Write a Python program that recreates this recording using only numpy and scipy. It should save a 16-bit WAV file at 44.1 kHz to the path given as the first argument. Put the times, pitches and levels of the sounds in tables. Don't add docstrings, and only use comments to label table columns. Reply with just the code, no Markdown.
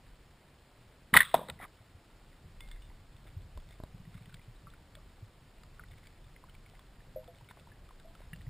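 import sys
import numpy as np
from scipy import signal
from scipy.io import wavfile
from scipy.ndimage import uniform_filter1d

SR = 44100
rng = np.random.default_rng(int(sys.argv[2]) if len(sys.argv) > 2 else 0)


def unload_audio(sound):
    columns = np.transpose(np.atleast_2d(sound))
    steps = np.round(np.clip(columns, -1, 1) * 32767)
    wavfile.write(sys.argv[1], SR, steps.astype(np.int16))


def elevation(decibels):
    levels = np.asarray(decibels, float)
    return 10 ** (levels / 20)


N = 374581

# hz, width_hz, level_db
GUN = [(1020, 75, -3), (1350, 120, -0.5), (1950, 500, -2.5), (2605, 300, -7.5), (3000, 93, -1.5),
       (3600, 300, -2.5), (4300, 730, -10.5)]


def evened(x):
    return x / np.sqrt(np.mean(x ** 2) + 1e-20)


def read(points, hz):
    f, value = np.transpose(points)
    return np.interp(np.log(hz + 1), np.log(f + 1), value)


def add(mix, start_s, sound):
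    part = mix[round(start_s * SR):][:len(sound)]
    part += sound[:len(part)]


def body(x, modes):
    out = 0
    for k, (hz, width_hz, db) in enumerate(modes):
        r = np.exp(-np.pi * width_hz / SR)
        pole = r * np.exp(2j * np.pi * hz / SR)
        out = out + (-1) ** k * elevation(db) * 2 * signal.lfilter([1 - r], [1, -pole], x).real
    return out


def noise(spectrum, patchy_db, size):
    frames, hz = 4 * N // size + 5, np.fft.rfftfreq(size, 1 / SR)
    a, b, patches = rng.standard_normal((frames, len(hz), 3)).T
    patches = uniform_filter1d(patches, size=9, axis=0)
    patches = evened(uniform_filter1d(patches, size=5, axis=1))
    z = (a + 1j * b) * elevation(read(spectrum, hz)[:, None] + patchy_db * patches)
    return evened(signal.istft(z, nperseg=size, noverlap=3 * size // 4)[1][:N])


def ring(db, hz, rise_s, t60_s, fall=1, slide_hz_per_s=0):
    rise_s, t60_s = max(rise_s, 1e-4), max(t60_s, .003)
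    t = np.arange(0, rise_s + t60_s, 1 / SR)
    swell = np.sin(np.pi / 2 * np.minimum(t / rise_s, 1)) ** 2
    decay = elevation(db - 60 * (np.maximum(t - rise_s, 0) / t60_s) ** fall)
    return decay * swell * np.cos(2 * np.pi * (hz + slide_hz_per_s * t / 2) * (t - rise_s))


def bursts(rows):
    out = np.zeros(N)
    for start_s, db, rise_s, t60_s in rows:
        add(out, start_s, ring(db, 0, rise_s, t60_s))
    return out


def lumps(per_s):
    t = np.arange(0, N + 256, 256) / SR
    rates_hz = np.geomspace(per_s / 8, per_s, num=24)
    wave = sum(np.sin(2 * np.pi * (f * t + rng.random())) for f in rates_hz)
    return np.interp(np.arange(N) / SR, t, evened(wave))


def puff(length, t60_s):
    return rng.standard_normal(length) * elevation(-60 * np.arange(length) / SR / t60_s)


def crack(db):
    burst = body(puff(1500, t60_s=0.018), GUN)
    burst = signal.lfilter(*signal.butter(N=4, Wn=4900, fs=SR), burst)
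    return elevation(db) * burst / abs(burst).max()


def blows():
    # start_s, peak_db, ring_hz, t60_s
    launch = [(1.131, -25, 190, .03), (1.1382, -16.5, 1880, .008), (1.1396, -6.5, 1880, .008),
              (1.138, -24.5, 2980, .015), (1.141, -28, 3850, .012), (1.155, -32, 3700, .012),
              (1.1425, -17.5, 1200, .025), (1.1495, -19, 940, .013), (1.153, -22.5, 1970, .02),
              (1.161, -20, 780, .015), (1.165, -7, 2004, .012), (1.167, -7, 2004, 0.008),
              (1.1705, -16, 3030, .011), (1.171, -22, 4350, .007), (1.1705, -23, 3700, .007),
              (1.1715, -27, 2600, .008), (1.144, -27, 3600, .01), (1.155, -30, 3000, .012),
              (1.16, -25, 2000, .012), (1.176, -29, 3400, .012), (1.184, -31, 3700, .012),
              (1.193, -31, 3600, .015), (1.1712, -3.5, 1920, .011), (1.172, -14.5, 1400, 0.014),
              (1.17, -34, 215, .05), (1.177, -24, 1800, .014), (1.187, -23, 2045, .02),
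              (1.193, -23.5, 1950, 0.017), (1.204, -9.5, 1846, 0.013), (1.2067, -14, 1846, .007),
              (1.205, -30, 2700, .015), (1.1495, -26, 1050, .02), (1.17, -26, 1050, .02),
              (1.229, -40, 3600, .014), (1.208, -32, 3600, .012), (1.178, -24, 1450, .012),
              (1.2135, -23, 2000, .015), (1.215, -28, 1600, .012), (1.218, -21, 1950, .014),
              (1.222, -33, 1750, .012), (1.229, -26, 1950, .014), (1.247, -40, 1900, .013),
              (1.313, -47.5, 2040, .03)]
    # start_s, peak_db, ring_hz, t60_s
    snatch = [(1.3418, -8.5, 684, 0.019), (1.3406, -19, 1020, .03), (1.342, -26.5, 3600, 0.0084),
              (1.3475, -24.5, 797, 0.012), (1.351, -28, 900, .014), (1.339, -29, 500, .01),
              (1.3415, -37, 5000, .006), (1.352, -37, 2100, .015), (1.341, -31, 1600, .014),
              (1.341, -35, 2500, .012), (1.43, -44, 1000, .04), (1.392, -41, 1030, .04),
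              (1.343, -37, 190, 0.3), (1.36, -42, 160, .3), (1.35, -28.5, 3660, 0.013),
              (1.367, -43, 3600, .02), (1.394, -51, 3600, .02), (1.404, -55, 3780, .02),
              (1.412, -55, 3750, .02), (1.42, -55, 3680, .02), (1.435, -54, 3600, .025),
              (1.39, -34.5, 504, 0.035), (1.414, -36, 596, 0.03), (1.485, -40, 3820, 0.02),
              (1.486, -44, 1400, .012), (1.487, -46, 2040, .012), (1.487, -41, 480, 0.04),
              (1.496, -43, 600, .04), (1.4975, -34, 3650, .012), (1.4985, -30, 3650, .017),
              (1.499, -37, 2500, .012), (1.4985, -34, 1940, 0.017)]
    # start_s, peak_db, ring_hz
    drag = [(1.590, -50, 1950), (1.594, -49, 1950), (1.6, -40, 763), (1.606, -50, 1950), (1.612, -43, 1950),
            (1.617, -44, 1290), (1.62, -44, 2000), (1.625, -45, 2280), (1.629, -43, 1860),
            (1.631, -48, 720), (1.634, -54, 3200), (1.635, -48, 1150), (1.639, -45, 2200),
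            (1.64, -55, 3600), (1.641, -46, 1800), (1.642, -46, 1100), (1.647, -45, 1260),
            (1.649, -49, 1920), (1.651, -45, 1230), (1.652, -50, 850), (1.656, -49, 1080)]
    launch_rise_s, launch_fall, drag_t60_s = 0.0013, 1.2, 0.015
    snatch_rise_s, rise_per_oct, snatch_fall = 0.003124, .75, 0.74
    crack_db, crack_db_per_oct = -19, 5.5

    rows = [row + (launch_rise_s, launch_fall) for row in launch]
    for row in snatch:
        rise_s = snatch_rise_s * min(1, 1000 / row[2]) ** rise_per_oct
        rows.append(row + (rise_s, snatch_fall))
    rows += [row + (drag_t60_s, launch_rise_s, launch_fall) for row in drag]
    out = np.zeros(N)
    for start_s, db, hz, t60_s, rise_s, fall in rows:
        add(out, start_s, ring(db, hz, rise_s, t60_s, fall))
        add(out, start_s + rise_s / 2, crack(db + crack_db + crack_db_per_oct * np.log2(hz / 1000)))
    return out


def wander(x):
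    drift_share, drift_s = .035, .012
    drift = uniform_filter1d(rng.standard_normal(len(x)), size=round(drift_s * SR))
    t = np.arange(len(x))
    return np.interp(t + np.cumsum(drift_share * evened(drift)), t, x)


def rattle():
    # hz, width_hz, level_db
    barrel_modes = [(190, 120, 1.5), (560, 260, 3), (980, 300, 0)]
    # hz, width_hz, level_db
    gun_modes = [(1050, 320, -5), (1480, 380, 1), (1980, 560, -4), (2800, 600, -5)]
    # hz, width_hz, level_db
    shaft_modes = [(2650, 450, -8), (3080, 420, 0), (3650, 420, 0), (4350, 600, -7), (5230, 700, -19)]
    wash_db = [-9, -2, -2]
    # start_s, peak_db, rise_s, t60_s
    thuds = [
        (1.138, -35.5, 0.011, 0.2),
        (1.155, -35, 0.0041, 0.049),
        (1.175, -47, 0.0048, 0.061),
        (1.345, -23, 0.0025, 0.025),
        (1.355, -40, 0.0049, 0.37),
        (1.48, -45, 0.022, 0.037),
        (1.51, -70.5, .003, .12),
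        (1.59, -52.5, 0.05, .065),
    ]
    # start_s, peak_db, rise_s, t60_s, shaft_vs_gun_db
    shakes = [(1.131, -43.5, .002, 0.1, -5.5), (1.136, -28.5, 0.0034, 0.16, -14.5),
              (1.148, -30, .008, 0.11, -7), (1.162, -20.5, 0.0097, .035, -8), (1.182, -40, .005, 0.22, -1),
              (1.204, -38, .004, 0.095, -5.5), (1.24, -52, 0.0076, 0.69, -3),
              (1.34, -33, 0.0047, 0.048, -9.5), (1.355, -58, 0.0047, 0.45, -4.5),
              (1.375, -50, .003, 0.03, -8), (1.481, -54, .016, .03, -20), (1.584, -51, 0.058, 0.054, -13.5)]
    hits_per_s, spread_db, end = 3600, 2.1, 2 * SR

    hits = (rng.random((3, end)) < hits_per_s / SR) * rng.choice([-1, 1], (3, end))
    hits = hits * elevation(spread_db * np.minimum(rng.exponential(1, (3, end)), 4))
    barrel = bursts(thuds)
    gun = bursts(row[:4] for row in shakes)
    shaft = bursts((start_s, db + up_db, rise_s, t60_s) for start_s, db, rise_s, t60_s, up_db in shakes)
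    parts = [(barrel, barrel_modes), (gun, gun_modes), (shaft, shaft_modes)]
    out = np.zeros(N)
    for k, (level, modes) in enumerate(parts):
        wash = body(hits[k], modes)
        ringing = evened(body(wash, modes)) + elevation(wash_db[k]) * evened(wash)
        add(out, 0, level[:end] * wander(ringing))
    return out


def jolt():
    # time_s, offset
    offsets = [
        (1.166, 0),
        (1.17, -0.019),
        (1.177, 0.00025),
        (1.182, 0.0089),
        (1.205, 0.0052),
        (1.228, .0055),
        (1.236, .001),
        (1.25, 0),
    ]
    steps_per_s, step_share = 190, .45
    uneven = evened(uniform_filter1d(rng.standard_normal(N), size=400))
    turns = np.cumsum(steps_per_s * (1 + .3 * uneven)) / SR
    saw = 1 + step_share * (1 - 2 * (turns % 1))
    offset = np.interp(np.arange(N) / SR, *np.transpose(offsets)) * saw
    return signal.lfilter(*signal.butter(N=4, Wn=750, fs=SR), offset)


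def ticks():
    # start_s, peak_db, ring_hz
    gear_ticks = [(2.605, -53.5, 2020), (2.715, -53.5, 1800), (2.903, -57, 870), (3.574, -46, 609),
                  (4.178, -55.5, 1230), (4.258, -57.5, 1900), (4.343, -60, 1485), (4.394, -56, 2060),
                  (4.737, -52.5, 1450), (4.952, -63, 597), (5.795, -42, 1450), (5.837, -51, 1475),
                  (5.938, -57, 1996), (6.07, -51.5, 2255), (6.363, -49.5, 2054), (6.439, -47.5, 1028),
                  (6.55, -53.5, 2310), (6.662, -54.5, 2220), (6.792, -53, 1057), (7.41, -52, 962),
                  (7.488, -51, 2240), (7.51, -47, 990), (7.572, -52.5, 650), (7.672, -50, 960),
                  (7.89, -54, 1206), (7.908, -49, 1046), (8.152, -51.5, 1304), (8.205, -48.5, 603),
                  (8.332, -40, 1900), (8.41, -53.5, 1895),
                  (4.952, -55, 2300), (4.343, -57, 4700), (4.178, -59, 2200), (4.143, -60, 2050),
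                   (3.272, -59, 3500), (3.255, -54, 330), (3.6, -60, 3400), (2.606, -57, 2950),
                   (2.607, -58, 2500), (7.575, -60, 520), (7.61, -62, 560), (4.297, -61, 2150),
                   (4.345, -63, 2300), (4.415, -59, 2400), (4.702, -58, 3555), (4.563, -61.5, 3950),
                   (5.837, -53, 1950), (5.885, -60, 3570), (5.918, -64, 3000), (5.985, -63, 3650),
                   (6.033, -58, 2090), (6.071, -59, 4660), (6.175, -63, 2200), (6.243, -60.5, 3550),
                   (7.511, -51, 1800), (7.488, -56, 1450), (7.489, -59, 3700), (7.511, -55, 1480),
                   (7.511, -58, 3500), (7.445, -60, 2950), (7.357, -61, 3650), (7.571, -58, 1150),
                   (2.761, -58, 1700), (7.347, -59, 2200), (7.59, -56, 600), (2.9, -59, 2010),
                   (2.914, -57, 1000), (2.216, -62.5, 784), (2.606, -54, 960), (2.685, -58, 800),
                   (2.759, -60, 2115), (3.272, -56, 1296), (3.575, -49, 1034), (3.707, -57, 646),
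                   (4.052, -56.5, 1917), (4.143, -57, 1416), (4.295, -56, 1560), (4.325, -55, 1500),
                   (4.368, -58, 2010), (4.792, -63, 952), (5.181, -58, 786), (5.635, -56.5, 1223),
                   (5.915, -58, 2100), (5.98, -58, 2207), (6.487, -55, 1410), (6.736, -54, 756),
                   (6.752, -57, 2047), (7.005, -57, 1789), (8.219, -54, 972), (8.36, -58, 600),
                   (8.466, -55.5, 1930)]
    t60_s = 0.023
    out = np.zeros(N)
    for start_s, db, hz in gear_ticks:
        add(out, start_s, ring(db + 2, hz, 0.00051, t60_s))
        add(out, start_s, ring(db - 8.0, hz * 1.57, 0.00028, t60_s / 2))
    return out


def clicks():
    # start_s, peak_db, strongest_hz
    rows = [(2.6064, -42.5, 3450), (2.6766, -56, 3600), (2.687, -51, 3670), (2.7135, -45, 3480),
            (2.8203, -55.5, 2870), (3.1655, -53, 3630), (3.5746, -51.5, 3600), (3.6888, -53, 3630),
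            (3.7083, -52, 3590), (3.836, -51, 3770), (4.1428, -54.5, 3250), (4.2575, -53, 3120),
            (4.3421, -42, 3430), (4.9524, -44.5, 3410), (5.6344, -51.5, 4690), (5.9118, -53.5, 3620),
            (6.0704, -53, 3420), (6.4964, -51, 3044), (6.698, -55, 3020), (6.7935, -50.5, 3460),
            (7.2432, -55, 3320), (7.2772, -53, 3530), (7.3844, -54.5, 2940), (7.5974, -55, 3460),
            (7.8893, -55, 3536), (7.9985, -53.5, 3910), (8.1507, -52, 3100), (8.3328, -50, 2680),
            (8.3602, -52, 2710), (8.4166, -53.5, 3640)]
    edge, t60_s = 3.5, 0.017
    crisp = signal.butter(N=3, Wn=[1100, 4600], btype="band", fs=SR)
    out = np.zeros(N)
    for start_s, db, hz in rows:
        burst = signal.lfilter(*crisp, np.append(edge, puff(500, t60_s)))
        add(out, start_s, elevation(db + .6) * burst / abs(burst).max())
        add(out, start_s, ring(db - 4, hz, 0.0007, t60_s))
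    return out


def pings():
    # start_s, peak_db, main_hz, second_hz, t60_s
    rows = [(2.606, -57, 2125, 3490, 0.19), (2.62, -65, 2120, 2128, .4), (2.66, -67, 2125, 2060, .2),
            (2.713, -58, 3520, 2120, .17), (2.822, -61, 3570, 2870, .1), (2.85, -70, 3550, 3620, .2),
            (2.76, -63, 2080, 2030, .12), (4.669, -50.5, 1160, 1337, 0.072), (5.798, -54, 1330, 1250, .06),
            (4.969, -57, 566, 623, 0.08), (7.717, -59, 1723, 1740, .057), (7.998, -63, 1510, 1610, .076),
            (4.985, -62, 1200, 1150, .06), (8.334, -44, 2790, 1750, .031)]
    out = np.zeros(N)
    for start_s, db, main_hz, second_hz, t60_s in rows:
        add(out, start_s, ring(db, main_hz, 2.21 / main_hz, t60_s))
        add(out, start_s, ring(db - 1, second_hz, 2.33 / main_hz, t60_s))
    return out


def bubbles():
    # start_s, peak_db, pitch_hz, slide_hz_per_s, t60_s
    rows = [
        (7.1589, -38, 528, -330, .14),
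        (7.1589, -39, 612, 380, .15),
        (7.277, -56, 500, 0, .05),
        (7.277, -55, 690, 0, .05),
        (7.281, -53, 495, 300, .11),
        (7.281, -52, 680, -150, .15),
        (8.045, -55, 640, 500, .25),
        (8.05, -60, 690, 300, .2),
        (7.228, -61, 940, 0, .05),
        (7.357, -61, 550, 0, .05),
    ]
    out = np.zeros(N)
    for start_s, db, hz, slide_hz_per_s, t60_s in rows:
        add(out, start_s, ring(db, hz, .0043, t60_s, 1.2, slide_hz_per_s))
    return out


def snaps():
    # start_s, peak_db, pull_s, recoil_s
    slips = [
        (3.576, -47, 0.00077, .0045),
        (3.8015, -37.5, 0.0017, 0.0062),
        (3.8367, -34.5, 0.0017, 0.0078),
    ]
    # hz, level_db, t60_s
    case_rings = [(620, -10, .03), (1000, -16, .028), (1650, -22, .012)]
    dull = signal.butter(N=2, Wn=550, fs=SR)
    t = np.arange(-441, 1323) / SR
    out = np.zeros(N)
    for start_s, db, pull_s, recoil_s in slips:
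        pull = -.6 * np.exp(np.minimum(t, 0) / pull_s)
        recoil = (1.1 - 0.9 * t / recoil_s) * np.exp(-(t / recoil_s) ** 2)
        step = np.where(t < 0, pull, recoil)
        add(out, start_s + t[0], elevation(db) * signal.lfilter(*dull, step))
        for hz, below_db, t60_s in case_rings:
            add(out, start_s, ring(db + below_db, hz, .0006, t60_s))
    return out


def housing():
    # start_s, peak_db, pitch_hz
    knocks = [(1.799, -56, 104.8), (1.941, -51.5, 92), (2.448, -53, 75.4), (3.001, -57.5, 103.5),
              (3.141, -52, 110), (3.361, -39, 91.3), (3.45, -53, 75.4), (3.553, -44, 62.5),
              (4.473, -48, 118), (5.062, -55.5, 75.8), (5.218, -45, 104.5), (5.719, -57.5, 131),
              (7.415, -53, 116), (8.321, -47.5, 163.2), (8.465, -40.5, 123)]
    # start_s, peak_db
    judder = [
        (3.936, -49.5),
        (3.991, -51.5),
        (4.066, -51.5),
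        (4.141, -49),
        (4.203, -53),
        (4.268, -54),
        (4.334, -53.5),
    ]
    judder_hz, judder_upper_db, knock_upper_db = 114, 2.5, -28
    rise_s, t60_s, upper_ratio = 0.0131, 0.11, 1.55
    rows = [row + (knock_upper_db,) for row in knocks]
    rows += [row + (judder_hz, judder_upper_db) for row in judder]
    out = np.zeros(N)
    for start_s, db, hz, upper_db in rows:
        add(out, start_s, ring(db + 5, hz, rise_s, t60_s))
        add(out, start_s, ring(db + upper_db, hz * upper_ratio, rise_s, t60_s))
    return out


def rustle():
    # hz, width_hz, level_db
    scrape_modes = [(1450, 300, -4), (2100, 420, 1.5), (2900, 400, -8), (3600, 280, -2)]
    # start_s, length_s, level_db
    brushes = [(2.595, 0.29, -71), (3.239, 0.081, -64), (3.682, 0.088, -66.5), (4.042, 0.26, -70),
               (4.276, 0.047, -68), (4.309, .08, -70), (4.72, 0.039, -70.5), (5.09, .035, -72),
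               (5.9, 0.048, -65), (5.958, 0.047, -66), (6.021, 0.077, -67), (7.562, 0.062, -70),
               (6.727, 0.049, -67), (7.478, 0.056, -60.5), (7.664, 0.083, -76.5), (8.143, 0.16, -69.5),
               (8.331, 0.15, -85.5)]
    grains = (rng.random(N) < 1600 / SR) * rng.choice([-1, 1], N)
    grains = grains * elevation(3.8 * np.minimum(rng.exponential(1, N), 4))
    level = np.zeros(N)
    for start_s, length_s, db in brushes:
        add(level, start_s, elevation(db) * np.hanning(round(length_s * SR)))
    return level * evened(body(grains, scrape_modes))


def water():
    # time_s, level_db
    flow = [(0, -63.5), (.1, -62), (.5, -64), (1.1, -63), (1.3, -60), (1.651, -64.5), (2.2, -63),
            (2.45, -55.5), (2.65, -54), (3.1, -58.5), (3.6, -54), (4.7, -58), (4.95, -60.5), (5.6, -60.5),
            (5.75, -56.5), (6.3, -58), (8.05, -58.5), (8.49, -52.5)]
    # start_s, peak_db, rise_s, t60_s
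    surges = [
        (1.125, -37.5, 0.039, 0.15),
        (1.338, -54, 0.0068, .6),
        (1.48, -55, 0.035, 0.33),
        (3.18, -64, 0.068, 0.46),
        (5.8, -63, 0.057, 0.49),
        (7.05, -65, 0.096, 1.07),
        (8.3, -54.5, 0.13, .5),
    ]
    # hz, db_per_hz
    deep_spectrum = [(8, -28), (20, -0.5), (42, 1.5), (62, -17.5), (120, -48.5)]
    # hz, db_per_hz
    low_spectrum = [(30, -29.5), (60, 4.5), (130, 2), (210, -9.5), (400, -37.5)]
    # hz, db_per_hz
    hiss_spectrum = [(35, -31.5), (60, -4), (200, -2.5), (926, -10), (4630, -18.5), (6200, -23),
                     (8060, -58.5), (13600, -120)]
    low_db, low_follows, lumps_db, hiss_db, crackle_db = -3, 0.81, 2, -63.5, -80.5

    flow_db = np.interp(np.arange(N) / SR, *np.transpose(flow))
    deep_gain = elevation(flow_db + lumps_db * lumps(per_s=2.0))
    deep = deep_gain * noise(deep_spectrum, patchy_db=0.0, size=8192)
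    mean_db = flow_db.mean()
    low_flow_db = low_db + mean_db + low_follows * (flow_db - mean_db)
    stir = elevation(low_flow_db + lumps_db * lumps(per_s=8.6))
    low = (stir + bursts(surges)) * noise(low_spectrum, patchy_db=1.0, size=2048)
    hiss = elevation(hiss_db) * noise(hiss_spectrum, patchy_db=1.0, size=512)
    far = (rng.random(N) < 40 / SR) * elevation(1.9 * np.minimum(rng.exponential(1, N), 4))
    return deep + low + hiss + elevation(crackle_db) * evened(body(far, GUN))


def circuit():
    # hz, db_per_hz
    spectrum = [(60, -27.5), (200, -4), (1000, -3), (4800, -2.5), (5600, -5), (6000, -17)]
    return elevation(-78.5) * noise(spectrum, patchy_db=.5, size=512)


def scene():
    shot = blows() + rattle()
    gear = ticks() + clicks() + pings() + bubbles() + snaps()
    apart = jolt() + circuit()
    return shot + gear + housing() + rustle() + water() + np.array([apart, -apart])


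def grit(x):
    # low_hz, high_hz
    gap_hz = [4600, 7400]
    level_db, hold_s = -44, .03
    loud = signal.lfilter(*signal.butter(N=2, Wn=500, btype="high", fs=SR), x)
    window = np.hanning(round(hold_s * SR)) * 2 / (hold_s * SR)
    loudness = np.sqrt(abs(signal.lfilter(window, [1], loud ** 2)))
    band = signal.butter(N=3, Wn=gap_hz, btype="band", fs=SR)
    return elevation(level_db) * loudness * evened(signal.lfilter(*band, rng.standard_normal(len(x))))


def low_pass(x):
    return signal.sosfilt(signal.butter(12, 16480, fs=SR, output="sos"), x)


def record(dry):
    slow_rate_hz, hold = 12000, 4
    edge = signal.firwin(121, 5850, fs=SR)
    slow = signal.oaconvolve(dry, edge[None], "same")
    slow = signal.resample_poly(slow, slow_rate_hz, SR, axis=1, window=("kaiser", 2.5))
    held = signal.resample_poly(np.repeat(slow, hold, axis=1), SR, hold * slow_rate_hz, axis=1)
    held = held + grit(held[0])
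    top = signal.firwin(301, 15500, fs=SR)
    return low_pass(signal.oaconvolve(held[:, :N], top[None], "same"))


dry = scene()
out = record(dry)
unload_audio(out)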